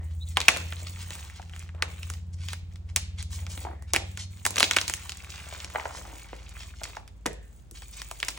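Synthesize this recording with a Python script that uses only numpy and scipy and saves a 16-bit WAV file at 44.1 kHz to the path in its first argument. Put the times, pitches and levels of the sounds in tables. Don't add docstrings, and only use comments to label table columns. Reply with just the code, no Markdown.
import sys
import numpy as np
from scipy import signal
from scipy.fft import rfft, irfft, next_fast_len
from scipy.io import wavfile

SR = 44100
rng = np.random.default_rng(int(sys.argv[2]) if len(sys.argv) > 2 else 0)


def output_pcm(signal):
    pcm = np.clip(np.atleast_2d(signal).T, -1, 1) * 32767
    wavfile.write(sys.argv[1], SR, np.round(pcm).astype(np.int16))


N = 369540

# time_s, firing_rate_hz
ENGINE_SPEED = [(0, 16.4), (.45, 16.54), (1.2, 18.1), (1.6, 16.65), (2.6, 17.5), (3.6, 17.69), (4.6, 19.2),
                (5.1, 17.1), (6.6, 18.82), (7.1, 18.2), (7.7, 17.7), (8.38, 17.3)]
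# time_s, third_order_db, fourth_order_db, fifth_order_db
ENGINE_LEVEL = [(0, -67, -43, -35.5), (.35, -60, -41.5, -34.5), (.48, -60, -46, -48),
                (.63, -61, -46, -36.5), (1.1, -49, -57, -39.5), (1.23, -64, -43, -50), (1.5, -55, -53, -43),
                (1.9, -59.5, -43.5, -40.5), (2.43, -57.5, -44, -36), (2.62, -50.5, -49.5, -40.5),
                (3.04, -45, -40.5, -39.5), (3.45, -52, -42.5, -36.5), (3.78, -54.5, -41.5, -47),
                (4.02, -46, -41.5, -40), (4.45, -60, -51.5, -45), (4.85, -52, -51.5, -47.5),
                (5.3, -62, -47.5, -51), (5.8, -57, -46.5, -57.5), (6.03, -45, -46, -58.5),
                (6.22, -50, -64, -63.5), (6.42, -44.5, -54, -54.5), (6.82, -47, -48, -56),
                (7.05, -52, -68, -61), (7.35, -42.5, -51, -57), (7.65, -56, -63.5, -65),
                (7.8, -48, -53, -61), (8.38, -49, -65, -63.5)]
# multiple_of_firing_rate, relative_level_db
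ENGINE_OVERTONES = [(2, -70), (7, -68.5), (8, -66.5), (9, -68), (10, -63.5), (12, -71.5)]
# frequency_hz, relative_density_db
AIR_SPECTRUM = [(15, -27), (45, -6), (90, 4), (150, -10), (300, -14), (600, -21.5), (2000, -31.5),
                (8000, -39.5), (11500, -64.5), (16000, -48)]
HUM_HZ, HUM_DB = 119.3, -65.5

# start_s, hold_end_after_s, relative_grit_db, relative_powder_db
SQUEEZES = [(0, 0.14, -69.5, -69.5), (0.134, 0.12, -82, -66), (0.252, 0.059, -68.5, -54.5),
            (0.379, 0.23, -48.5, -55.5), (0.584, 0.36, -55.5, -55.5), (0.936, 0.33, -53.5, -53.5),
            (1.269, 0.2, -62, -68.5), (1.505, 0.13, -58, -62.5), (1.872, 0.28, -56.5, -58),
            (2.421, 0.12, -63, -57), (2.695, 0.026, -65, -70), (3.297, 0.11, -54.5, -51.5),
            (3.48, 0.14, -60, -54.5), (4.051, 0.082, -63.5, -61), (4.29, 0.23, -64.5, -60),
            (4.525, 0.33, -48, -50), (4.851, 0.23, -51.5, -53.5), (5.124, 0.16, -55.5, -59.5),
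            (5.277, .35, -51.5, -55), (5.685, 0.53, -57.5, -56.5), (6.17, 0.34, -57.5, -68.5),
            (6.529, 0.17, -57, -58), (6.787, 0.17, -54, -58), (7.405, .2, -82, -68.5),
            (7.727, 0.27, -65, -57.5), (7.948, 0.31, -59, -57.5), (8.217, 0.2, -57, -55)]
GRIP_S, LET_GO_S = 0.025, 0.031
RESTING_GRIT_DB, RESTING_POWDER_DB = -87, -80
# frequency_hz, relative_density_db
GRIT_SPECTRUM = [(150, -28.5), (500, -11), (1150, -6), (1650, -5), (2400, 0), (3500, -5), (5000, -12),
                 (8000, -27), (16000, -48.5)]
POWDER_SPECTRUM = [(1000, -29.5), (3500, -10), (5000, -18.5), (6700, -2), (9300, -0.5), (10600, -13.5),
                   (12500, -26.5), (15000, 5.5), (16500, -10)]
TICK_SPECTRUM = [(200, -25), (700, -4.5), (1500, -0.5), (2600, 1), (4500, -2.5), (7500, -4.5), (11000, -20),
                 (16000, -18.5)]

# start_s, hold_end_after_s, relative_patter_db, relative_clatter_db
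SPILLS = [(0, 0.03, -54, -69), (0.496, 0.08, -46, -49), (0.623, 0.27, -59, -67.5),
          (1.739, 0.17, -56, -56.5), (3.412, 0.33, -60, -63.5), (3.64, .1, -54.5, -57.5),
          (3.935, 0.1, -51, -58.5), (4.48, 0.27, -56.5, -59), (5.452, 0.42, -58.5, -58),
          (5.762, 0.16, -56, -50), (5.925, 0.24, -55, -57.5), (6.329, 0.059, -65.5, -60.5),
          (6.806, 0.089, -55, -60), (6.96, 0.037, -67, -55), (8.196, 0.34, -59, -64)]
FALL_S, TRICKLE_S = 0.0067, 0.023
# frequency_hz, relative_density_db
HEAP_SPECTRUM = [(100, -13.5), (300, 2), (450, 0.5), (630, 2), (850, 0), (1200, -13), (2000, -11.5),
                 (5000, -30.5)]
CLATTER_SPECTRUM = [(350, -23), (750, 3), (1100, 1.5), (1900, -6), (3000, -18.5), (7000, -35)]

# middle_s, swell_and_fade_s, level_db, middle_pitch_hz, width_hz, glide_hz_per_s
SQUEAKS = [(.02, 0.06, -62.5, 1920, 300, -1), (.227, 0.015, -45.5, 3850, 260, 7000),
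           (.278, .01, -52.5, 3760, 700, 0), (3.78, 0.13, -64, 1960, 400, -3),
           (7.42, 0.08, -64, 1776, 340, -300)]
# middle_s, half_length_s, relative_level_db, pitch_hz
SHEARS = [(0.117, 0.015, -57.5, 2600), (0.314, 0.03, -53, 4000), (0.363, 0.0049, -43.5, 2700),
          (0.70, 0.019, -50.5, 2900), (0.795, 0.026, -47, 3200), (0.873, 0.011, -42.5, 2990),
          (0.93, .012, -50, 5000), (1.015, 0.029, -43, 2988), (1.157, .04, -52.5, 3600),
          (1.369, 0.026, -49.5, 3010), (2.338, 0.011, -54, 6520), (2.431, 0.044, -49.5, 3007),
          (2.509, 0.033, -43.5, 3130), (2.9, 0.016, -53, 2000), (3.199, 0.02, -40, 3130),
          (3.342, 0.027, -41, 7060), (3.52, 0.025, -40.5, 6500), (3.629, 0.024, -46, 3600),
          (3.901, 0.023, -54, 2283), (4.212, 0.03, -38, 4500), (4.636, 0.014, -24, 3440),
          (5.351, 0.019, -48, 3990), (5.966, 0.038, -45, 6500), (6.611, 0.03, -43, 2670),
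          (6.779, 0.024, -54, 4500), (6.839, 0.0043, -34, 4800), (6.863, 0.023, -51, 3000),
          (7.082, 0.0077, -58.5, 2000), (7.77, 0.019, -46.5, 3300), (7.831, 0.017, -52, 2600),
          (7.941, 0.017, -48, 5000), (7.988, 0.024, -42, 2650), (8.265, 0.018, -48, 2800)]
# main_break_s, energy_db, piece_pitch_hz, bass_db, treble_db
SNAPS = [(0.3708, 9, 950, -9.5, -10), (0.404, 0, 3900, 7.5, -8.5), (0.415, -2.5, 3614, 4, -4),
         (0.4828, 14.5, 2425, -4.5, -20), (0.484, 14, 8170, 10, -11.5), (0.4885, 11, 1395, -11, -13),
         (0.5638, -7, 1350, -4.5, 0), (0.5713, -7, 1900, 4.5, 10.5), (0.7245, -9, 1540, -4, -17),
         (1.106, -11, 8000, 3, -22.5), (1.121, -21, 3500, -2.5, 0), (1.1531, -16.5, 1184, 3.5, 2.5),
         (1.227, -24, 2140, 3, -10.5), (1.249, -29, 2410, -1.5, -11), (1.496, -25, 1990, 0, -3.5),
         (1.749, -32.5, 2000, -5.5, -2.5), (1.299, -20, 1700, -6, -4), (1.427, -25.5, 1500, -3, -3),
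         (1.536, -20, 2180, 1.5, -22.5), (1.563, -19, 1630, 0, 1.5), (1.691, -22, 1735, -0.5, -16.5),
         (1.5942, -16.5, 4590, 8.5, 17), (1.8237, 5.5, 1332, -1.5, -6), (2.031, -12, 2840, -13, -3),
         (2.1011, -8, 1304, 7.5, 13.5), (2.138, -17, 4580, -3.5, -2), (2.486, -8.5, 2610, -18, -11.5),
         (2.5324, -7.5, 1910, 0, 0.5), (2.7583, -24.5, 4550, -4, -12), (2.9622, -14, 6000, -14, 14),
         (2.962, 8, 805, -33.5, 5), (2.9696, -5, 2620, 6.5, -4), (3.227, -11.5, 3640, 3, 9),
         (3.4663, -14.5, 1382, -11, -9), (3.5764, -14, 4010, 21.5, -7), (3.8237, -22, 1630, 22, 16),
         (3.9356, 7, 910, 1.5, 11), (3.941, -2.5, 3274, 24, 1.5), (3.9479, -0.5, 2100, -10.5, -24.5),
         (3.9564, -3.5, 1624, -9, -2), (3.9624, 7.5, 2110, 7, -1.5), (4.1742, -9.5, 1630, 0.5, 1.5),
         (4.452, -0.5, 2700, -22, 11), (4.454, 1.5, 1770, 7.5, 3), (4.4643, 6.5, 797, -8, 8),
         (4.507, -6, 785, 13.5, 22.5), (4.559, -4, 5100, 4.5, -6), (4.5679, -2.5, 802, -3, 0),
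         (4.5806, 1.5, 2300, -1, -15), (4.584, 3.5, 4220, 17.5, 3.5), (4.5992, 5, 3700, -3, 14.5),
         (4.605, 8, 802, -17, -6), (4.606, -5, 4550, 16.5, -4), (4.629, 12, 3920, 8, -7),
         (4.6412, 1.5, 4180, 4, -18), (4.7112, 6.5, 1483, -11.5, -2.5), (4.7348, -4.5, 4510, -7.5, -15),
         (4.7648, 5, 2590, -14, -4), (4.7679, 9, 1400, -3, -4), (4.786, 3.5, 6930, -17, -27),
         (4.8142, -1, 4970, 6, -4.5), (4.8801, -1, 4900, -0.5, 2), (4.8981, -0.5, 2240, 5, 5),
         (4.938, 0.5, 2270, -5, 13), (5.0946, -6.5, 4990, 2, -4), (5.1203, -10.5, 3900, -7, -6),
         (5.1718, -17.5, 3670, 11.5, 18.5), (5.246, -18, 2300, -8.5, 0), (5.380, -19.5, 2200, -3, -7.5),
         (5.548, -16.5, 1173, -4, -16.5), (5.582, -28, 1300, -2, -7), (5.646, -9.5, 7400, -4, -15),
         (5.701, -18.5, 1037, -2.5, -1), (5.798, -10.5, 1845, 3, -15), (5.973, -19, 1700, -1, -9.5),
         (6.330, -14.5, 1196, 16.5, -26.5), (6.493, -21, 6770, -7, 3.5), (6.835, -8.5, 4550, -1, -0.5),
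         (6.854, -14.5, 1970, -0.5, -16.5), (6.968, -14, 1595, -9.5, -13.5), (7.078, -23.5, 1900, -4, 3.5),
         (7.259, -1, 1017, 17, -5), (7.2632, 0.5, 1715, 13.5, 8.5), (7.3313, -21, 7390, 18, 7),
         (7.712, -19.5, 3640, 35.5, 27.5), (7.821, -18.5, 890, -9, -4), (8.018, -9, 2255, 4, 7.5),
         (8.113, -9, 849, -1.5, 11), (8.202, -10, 3640, -7, 3), (8.2289, 1.5, 1860, -4.5, -13.5),
         (8.284, -2.5, 1200, -14, 4.5), (8.249, -13, 7000, -6, 3.5), (8.287, -3, 4930, 0.5, -5),
         (8.304, -15, 7450, -6, 5), (8.375, -15.5, 1486, 3.5, 2)]
# frequency_hz, relative_density_db
CRACK_SPECTRUM = [(60, -14.5), (200, -2), (320, 1), (630, -2.5), (950, -1), (1600, -1.5), (2500, -0.5),
                  (3200, -2.5), (4700, -6), (6500, -3), (8500, -2), (11200, -5), (15500, -6.5)]
# start_s, hold_end_after_s, level_db
TRICKLES = [(0.979, .4, -60), (1.483, 0.19, -61), (4.95, 0.168, -56), (5.216, 0.64, -53),
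            (5.753, .4, -56.5), (6.177, 0.39, -60)]
# frequency_hz, relative_density_db
CRUMB_SPECTRUM = [(300, -22), (800, -5), (1400, 0), (2400, -3.5), (4000, -8.5), (6500, -7), (10000, -20.5),
                  (16000, -31)]
# start_s, energy_db, pitch_hz, bass_db
THUDS = [(1.396, -16, 835, 3), (3.650, -7.5, 750, 13.5), (3.668, -10, 786, 4), (3.686, -19, 850, -0.5),
         (3.712, -23.5, 900, 0), (4.583, -15.5, 600, 11), (4.630, -12.5, 620, 13), (5.290, -27.5, 520, 2),
         (5.525, -16.5, 687, 5), (5.749, -7, 760, -2.5), (5.757, -0.5, 800, 1.5), (5.758, -3, 1950, -6),
         (5.783, -10.5, 1020, 2), (5.798, -14, 893, 9.5), (5.811, -16.5, 1500, -3), (5.827, -20.5, 1103, 5),
         (5.8548, -4.5, 720, -2), (5.8565, -10.5, 1500, -6), (5.908, -15, 900, 1.5),
         (5.949, -14.5, 858, 4.5), (5.986, -20, 604, 13.5), (6.013, -21, 1107, 4), (6.052, -20, 890, 0.5),
         (6.129, -25.5, 790, -3), (6.33, -17.5, 520, 15), (6.567, -19.5, 1596, 5.5), (6.738, -26, 1524, 4),
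         (6.815, -14.5, 770, 0), (6.969, -9.5, 850, -17.5), (7.257, -11, 478, 6.5), (7.2636, -9, 518, 27),
         (7.304, -17.5, 480, 16), (7.718, -26, 376, 17.5), (8.113, -19, 904, -3)]
# frequency_hz, sharpness_q, relative_level_db
FIST_MODES = [(160, 2, -8), (450, 2, -5.5), (1780, 5, -11)]
CAVE_IN_S = 0.036

# frequency_hz, decay_t60_s
WALL_DECAY = [(150, 0.2), (400, 0.56), (800, 0.27), (2500, 0.5358), (7000, 0.29), (15000, 0.16)]
# frequency_hz, relative_gain_db
WALL_GAIN = [(100, 3), (350, 3.5), (750, 3.5), (1500, -4.5), (2600, -4), (4500, 3), (7000, 6.5),
             (10000, 7.5), (12500, 0), (15500, 9)]
# frequency_hz, gain_of_the_part_that_differs_between_ports
WALL_SPREAD = [(100, .4), (350, 0.67), (700, 1.2), (1400, 0.61), (2500, 1.7), (4500, 1.5), (9000, 0.15),
               (12000, 0.13), (16000, .3)]
# frequency_hz, left_lead_rad
PORT_PHASE = [(0, 0), (3000, 1), (4700, 1.39), (6500, -0.6), (8500, -1.95), (10400, -2), (12300, -4),
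              (16000, -2)]
EDGE_HZ = 16500


def gain_of(db):
    return 10 ** (np.asarray(db) / 20)


def evened(x):
    return x / np.sqrt(np.mean(x ** 2) + 1e-20)


def read(points, hz):
    f, value = np.transpose(points)
    return np.interp(np.log(hz + 1), np.log(f + 1), value)


def follow(rows):
    s, *columns = np.transpose(rows)
    return [np.interp(np.arange(N) / SR, s, c) for c in columns]


def add(mix, s, sound):
    part = mix[max(round(s * SR), 0):][:len(sound)]
    part += sound[:len(part)]


def drift(per_s, order=32):
    knots = np.arange(0, N + order, order)
    kept = np.fft.rfftfreq(len(knots), order / SR) < per_s
    slow = irfft(rfft(rng.standard_normal(len(knots))) * kept, len(knots))
    return np.interp(np.arange(N), knots, evened(slow))


def circle(size=1024):
    return abs(np.fft.fftfreq(size, 1 / SR))


def causal(db):
    log_spectrum = np.conj(signal.hilbert(np.log(gain_of(db))))
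    response = np.fft.ifft(np.exp(log_spectrum)).real
    return response / np.linalg.norm(response)


def hump(hz, centre_hz, q):
    detuning = (hz + 1) / centre_hz - centre_hz / (hz + 1)
    return -10 * np.log10(1 + (q * detuning) ** 2)


def swell(length_s, rise_s, fade_s):
    t = np.arange(2 * SR) / SR
    return np.minimum(t / rise_s, 1) * np.exp(-np.maximum(t - length_s, 0) / fade_s)


def grains(per_s, spread_db, spectrum, q=3.4, flurry_db=1.5, flurries_per_s=30, count=10):
    hz, length = circle(), next_fast_len(N, True)
    tints = np.array([hump(hz, pitch_hz, q) for pitch_hz in np.geomspace(700, 10000, count)])
    tints += read(spectrum, hz) - 10 * np.log10((gain_of(tints) ** 2).sum(0))
    when, kind, luck, side = rng.random((int(per_s * N / SR), 4)).T
    kind, when = (kind * count).astype(int), (when * N).astype(int)
    flurries = np.array([drift(flurries_per_s) for _ in tints])
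    size_db = spread_db * np.minimum(-np.log(1 - luck), 5)
    size_db += flurry_db * np.minimum(flurries[kind, when], 1.5)
    clicks = np.zeros((count, length), np.float32)
    clicks[kind, when] = np.sign(side - .5) * gain_of(size_db)
    rings = np.array([np.linalg.norm(gain_of(tint)) * causal(tint) for tint in tints], np.float32)
    return evened(irfft((rfft(clicks) * rfft(rings, length)).sum(0), length)[:N])


def engine(overtones_db=1.5, wobble=0.003, waver_db=1.47, unsteady=0.25, load=0.55):
    firing_hz = follow(ENGINE_SPEED)[0] * (1 + wobble * drift(13.0))
    turns = 2 * np.pi * np.cumsum(firing_hz) / SR
    levels = follow(ENGINE_LEVEL)
    orders = [(order, db + waver_db * drift(5)) for order, db in zip(range(3, 6), levels)]
    load_db = overtones_db + load * (levels[-1] - levels[-1].mean())
    orders += [(round(order), db + load_db + 2.5 * drift(4.0)) for order, db in ENGINE_OVERTONES]
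    waves = [gain_of(db) * np.sin(order * turns + unsteady * drift(4.8)) for order, db in orders]
    return np.sqrt(2) * sum(waves)


def hum():
    return np.sqrt(2) * gain_of(HUM_DB) * np.sin(2 * np.pi * HUM_HZ * np.arange(N) / SR)


def air(level_db=-55.0, apart=0.89):
    colour = gain_of(read(AIR_SPECTRUM, np.fft.rfftfreq(N, 1 / SR)))
    shared, side = irfft(rfft(rng.standard_normal((2, N))) * colour, N)
    return gain_of(level_db) * evened(np.array([shared + apart * side, shared - apart * side]))


def pressure():
    grit_power = np.full(N, gain_of(RESTING_GRIT_DB) ** 2)
    powder_power = np.full(N, gain_of(RESTING_POWDER_DB) ** 2)
    for s, length_s, grit_db, powder_db in SQUEEZES:
        grip = swell(length_s, GRIP_S, LET_GO_S)
        add(grit_power, s, (gain_of(grit_db) * grip) ** 2)
        add(powder_power, s, (gain_of(powder_db) * grip) ** 2)
    return np.sqrt(grit_power), np.sqrt(powder_power)


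def crumbling(grit, powder, grit_db=0.5, powder_db=5.0, clump_db=0.5, clumps_per_s=28):
    slips_db = clump_db * drift(clumps_per_s)
    coarse = grains(per_s=1200, spread_db=3.5, spectrum=GRIT_SPECTRUM, flurry_db=3.0)
    fine = grains(per_s=5700, spread_db=4.5, spectrum=POWDER_SPECTRUM)
    return grit * gain_of(grit_db + slips_db) * coarse + powder * gain_of(powder_db + slips_db) * fine


def palms(x, echo=0.41, near_s=0.0009, far_s=0.0026, sway=0.08, moves_per_s=5, count=3):
    now, out = np.arange(N), x
    for delay_s in np.geomspace(near_s, far_s, count):
        late = np.round(SR * delay_s * (1 + sway * drift(moves_per_s))).astype(int)
        out = out + echo * x[np.clip(now - late, 0, N - 1)]
        echo = -echo
    return out / np.sqrt(1 + count * echo ** 2)


def crackle(grit, level_db=-2.0):
    return grit * gain_of(level_db) * grains(per_s=220, spread_db=3.5, spectrum=TICK_SPECTRUM, q=1.6)


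def patter(grit, level_db=-0.5, shed_db=-15, resting_db=-79):
    soft_power = (gain_of(shed_db) * grit) ** 2 + gain_of(resting_db) ** 2
    hard_power = np.zeros(N)
    for s, length_s, soft_db, hard_db in SPILLS:
        flow = gain_of(level_db) * swell(length_s, FALL_S, TRICKLE_S)
        add(soft_power, s, (gain_of(soft_db) * flow) ** 2)
        add(hard_power, s, (gain_of(hard_db) * flow) ** 2)
    soft = np.sqrt(soft_power) * grains(per_s=2700, spread_db=4.5, spectrum=HEAP_SPECTRUM)
    return soft + np.sqrt(hard_power) * grains(per_s=700, spread_db=3.0, spectrum=CLATTER_SPECTRUM)


def squeaks():
    t, out = np.arange(-SR // 3, SR // 3) / SR, np.zeros(N + SR)
    for s, length_s, db, hz, width_hz, glide in SQUEAKS:
        lowpass = signal.butter(2, width_hz / 2, fs=SR)
        flutter = signal.lfilter(*lowpass, rng.standard_normal((2, len(t))))
        turns = 2 * np.pi * (hz * t + glide * t ** 2 / 2)
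        slip = np.exp(-(t / length_s) ** 2)
        rub = evened(slip * (flutter[0] * np.cos(turns) + flutter[1] * np.sin(turns)))
        rub *= np.sqrt(np.mean(slip ** 2))
        add(out, 1 + s + t[0], gain_of(db) * rub)
    return out[SR:]


def shears(level_db=-2, q=0.84, top_hz=9500, slip_db=2.5, slips_per_s=140):
    out, hz = np.zeros(N), circle()
    for s, half_s, db, pitch_hz in SHEARS:
        t = np.arange(-3 * half_s, 3 * half_s, 1 / SR)
        swarm = rng.standard_normal(SR // 2)[:len(t)] ** 3
        colour = hump(hz, pitch_hz, q) - 10 * np.log10(1 + (hz / top_hz) ** 12)
        rush = signal.fftconvolve(swarm, causal(colour))[:len(t)]
        add(out, s + t[0], gain_of(db + level_db) * evened(rush) * np.exp(-(t / half_s) ** 2))
    return out * gain_of(slip_db * drift(slips_per_s))


def snaps(run=0.93, spray=0.37, blow=0.41):
    rise_s, run_s, spray_s = 0.001, 0.00089, 0.0089
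    run_hz, bass_hz, treble_hz, q = 1500, 900, 5000, 2.5
    out, hz = np.zeros(N), circle()
    age = np.arange(2048) / SR - rise_s
    run_shape = np.exp(np.where(age < 0, 2 * age / rise_s, -age / run_s))
    spray_shape = np.exp(-abs(age / spray_s)) * (age > 0)
    highpass = signal.butter(1, run_hz, "high", fs=SR)
    main_break = np.array([.9, .4])
    for s, db, piece_hz, bass, treble in SNAPS:
        fine, coarse = rng.standard_normal((2, len(age)))
        running = signal.lfilter(*highpass, fine * run_shape)
        splinters = coarse * abs(coarse) * spray_shape
        force = run * running / np.linalg.norm(running) + spray * splinters / np.linalg.norm(splinters)
        force[np.argmin(abs(age)):][:len(main_break)] += blow * main_break
        shelves = bass / (1 + (hz / bass_hz) ** 2) + treble * hz ** 4 / (hz ** 4 + treble_hz ** 4)
        colour = read(CRACK_SPECTRUM, hz) + .5 * hump(hz, piece_hz, q) + shelves
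        crack = signal.fftconvolve(force, causal(colour))
        add(out, s - rise_s, gain_of(db) * crack / np.linalg.norm(crack))
    return out


def trickle():
    flow = np.zeros(N)
    for s, length_s, db in TRICKLES:
        add(flow, s, gain_of(db) * swell(length_s, FALL_S, TRICKLE_S))
    return flow * grains(per_s=310, spread_db=1.5, spectrum=CRUMB_SPECTRUM, q=1.6, flurry_db=2.0)


def thuds(q=2.7, settle=0.086, settle_s=0.0039, dull_hz=2700, bass_hz=430):
    out, t, hz = np.zeros(N), np.arange(2048) / SR, circle()
    for s, db, lump_hz, bass in THUDS:
        force = settle * rng.standard_normal(len(t)) * np.exp(-t / settle_s)
        force[0] = 1
        shelves = bass / (1 + (hz / bass_hz) ** 4) - 10 * np.log10(1 + (hz / dull_hz) ** 6)
        colour = hump(hz, lump_hz, q) + .5 * hump(hz, 1400, 0.49) + shelves
        knock = signal.fftconvolve(force, causal(colour))
        add(out, s, gain_of(db) * knock / np.linalg.norm(knock))
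    return out


def collapse(s=7.263, level_db=-35, bits_per_s=520):
    t, out = np.arange(SR // 2) / SR, np.zeros(N)
    rubble = evened(rng.choice([-1., 1.], len(t)) * (rng.random(len(t)) < bits_per_s / SR))
    hollow = sum(gain_of(db) * causal(1.5 * hump(circle(), hz, q)) for hz, q, db in FIST_MODES)
    hollow /= np.linalg.norm(hollow)
    add(out, s, gain_of(level_db) * signal.fftconvolve(rubble * np.exp(-t / CAVE_IN_S), hollow))
    return out


def walls(x, delay_s=0.0013, early=1.0, early_s=0.0087, taps_per_s=5000):
    t = np.arange(SR * 3 // 4) / SR
    taps = rng.choice([-1., 1.], (2, len(t))) * (rng.random((2, len(t))) < taps_per_s / SR)
    taps *= (t > delay_s) * (1 + early * np.exp(-t / early_s))
    hz, age, z = signal.stft(taps, SR, nperseg=256)
    z[1] *= read(WALL_SPREAD, hz)[:, None]
    decay_db = read(WALL_GAIN, hz)[:, None] - 60 * age / read(WALL_DECAY, hz)[:, None]
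    tail = signal.istft(z * gain_of(decay_db), SR, nperseg=256)[1]
    shared, side = tail / np.linalg.norm(tail[0])
    response = np.float32([shared + side, shared - side])
    return signal.fftconvolve(np.float32([x]), response, axes=1)[:, :N]


def room(x, turns_per_s=0.805, count=3):
    angle = 2 * np.pi * turns_per_s * np.arange(N) / SR
    patterns = [walls(x * np.cos(angle + np.pi * k / count)) for k in range(count)]
    return np.sqrt(2 / count) * sum(patterns)


def ports(x, lag_s=0.0016, lag_hz=1200):
    length = next_fast_len(N + 2048, True)
    hz = np.fft.rfftfreq(length, 1 / SR)
    trail = 2 * np.pi * lag_s * lag_hz * np.arctan(hz / lag_hz)
    lead = .5 * np.array([[1], [-1]]) * read(PORT_PHASE, hz)
    return irfft(rfft(x, length) * np.exp(1j * (lead - trail)), length)[:, :N]


def scene(snap_wet_db=-9.5, basin_wet_db=-4.5, crumble_wet_db=-8.0):
    background = engine() + hum() + air()
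    grit, powder = pressure()
    crumbs = palms(crumbling(grit, powder) + shears()) + crackle(grit) + trickle()
    lumps = patter(grit) + thuds() + collapse()
    cracks = snaps()
    all_round = snaps(run=0.066, spray=0.12)
    sent = gain_of(snap_wet_db) * all_round + gain_of(basin_wet_db) * lumps
    sent = sent + gain_of(crumble_wet_db) * crumbs
    return ports(cracks + lumps + crumbs + squeaks() + room(sent)) + background


def record(dry):
    lowpass = signal.firwin(511, EDGE_HZ, window=("kaiser", 9), fs=SR)
    return signal.oaconvolve(np.clip(dry, -1, 1), lowpass[None], "same")


dry = scene()
out = record(dry)
output_pcm(out)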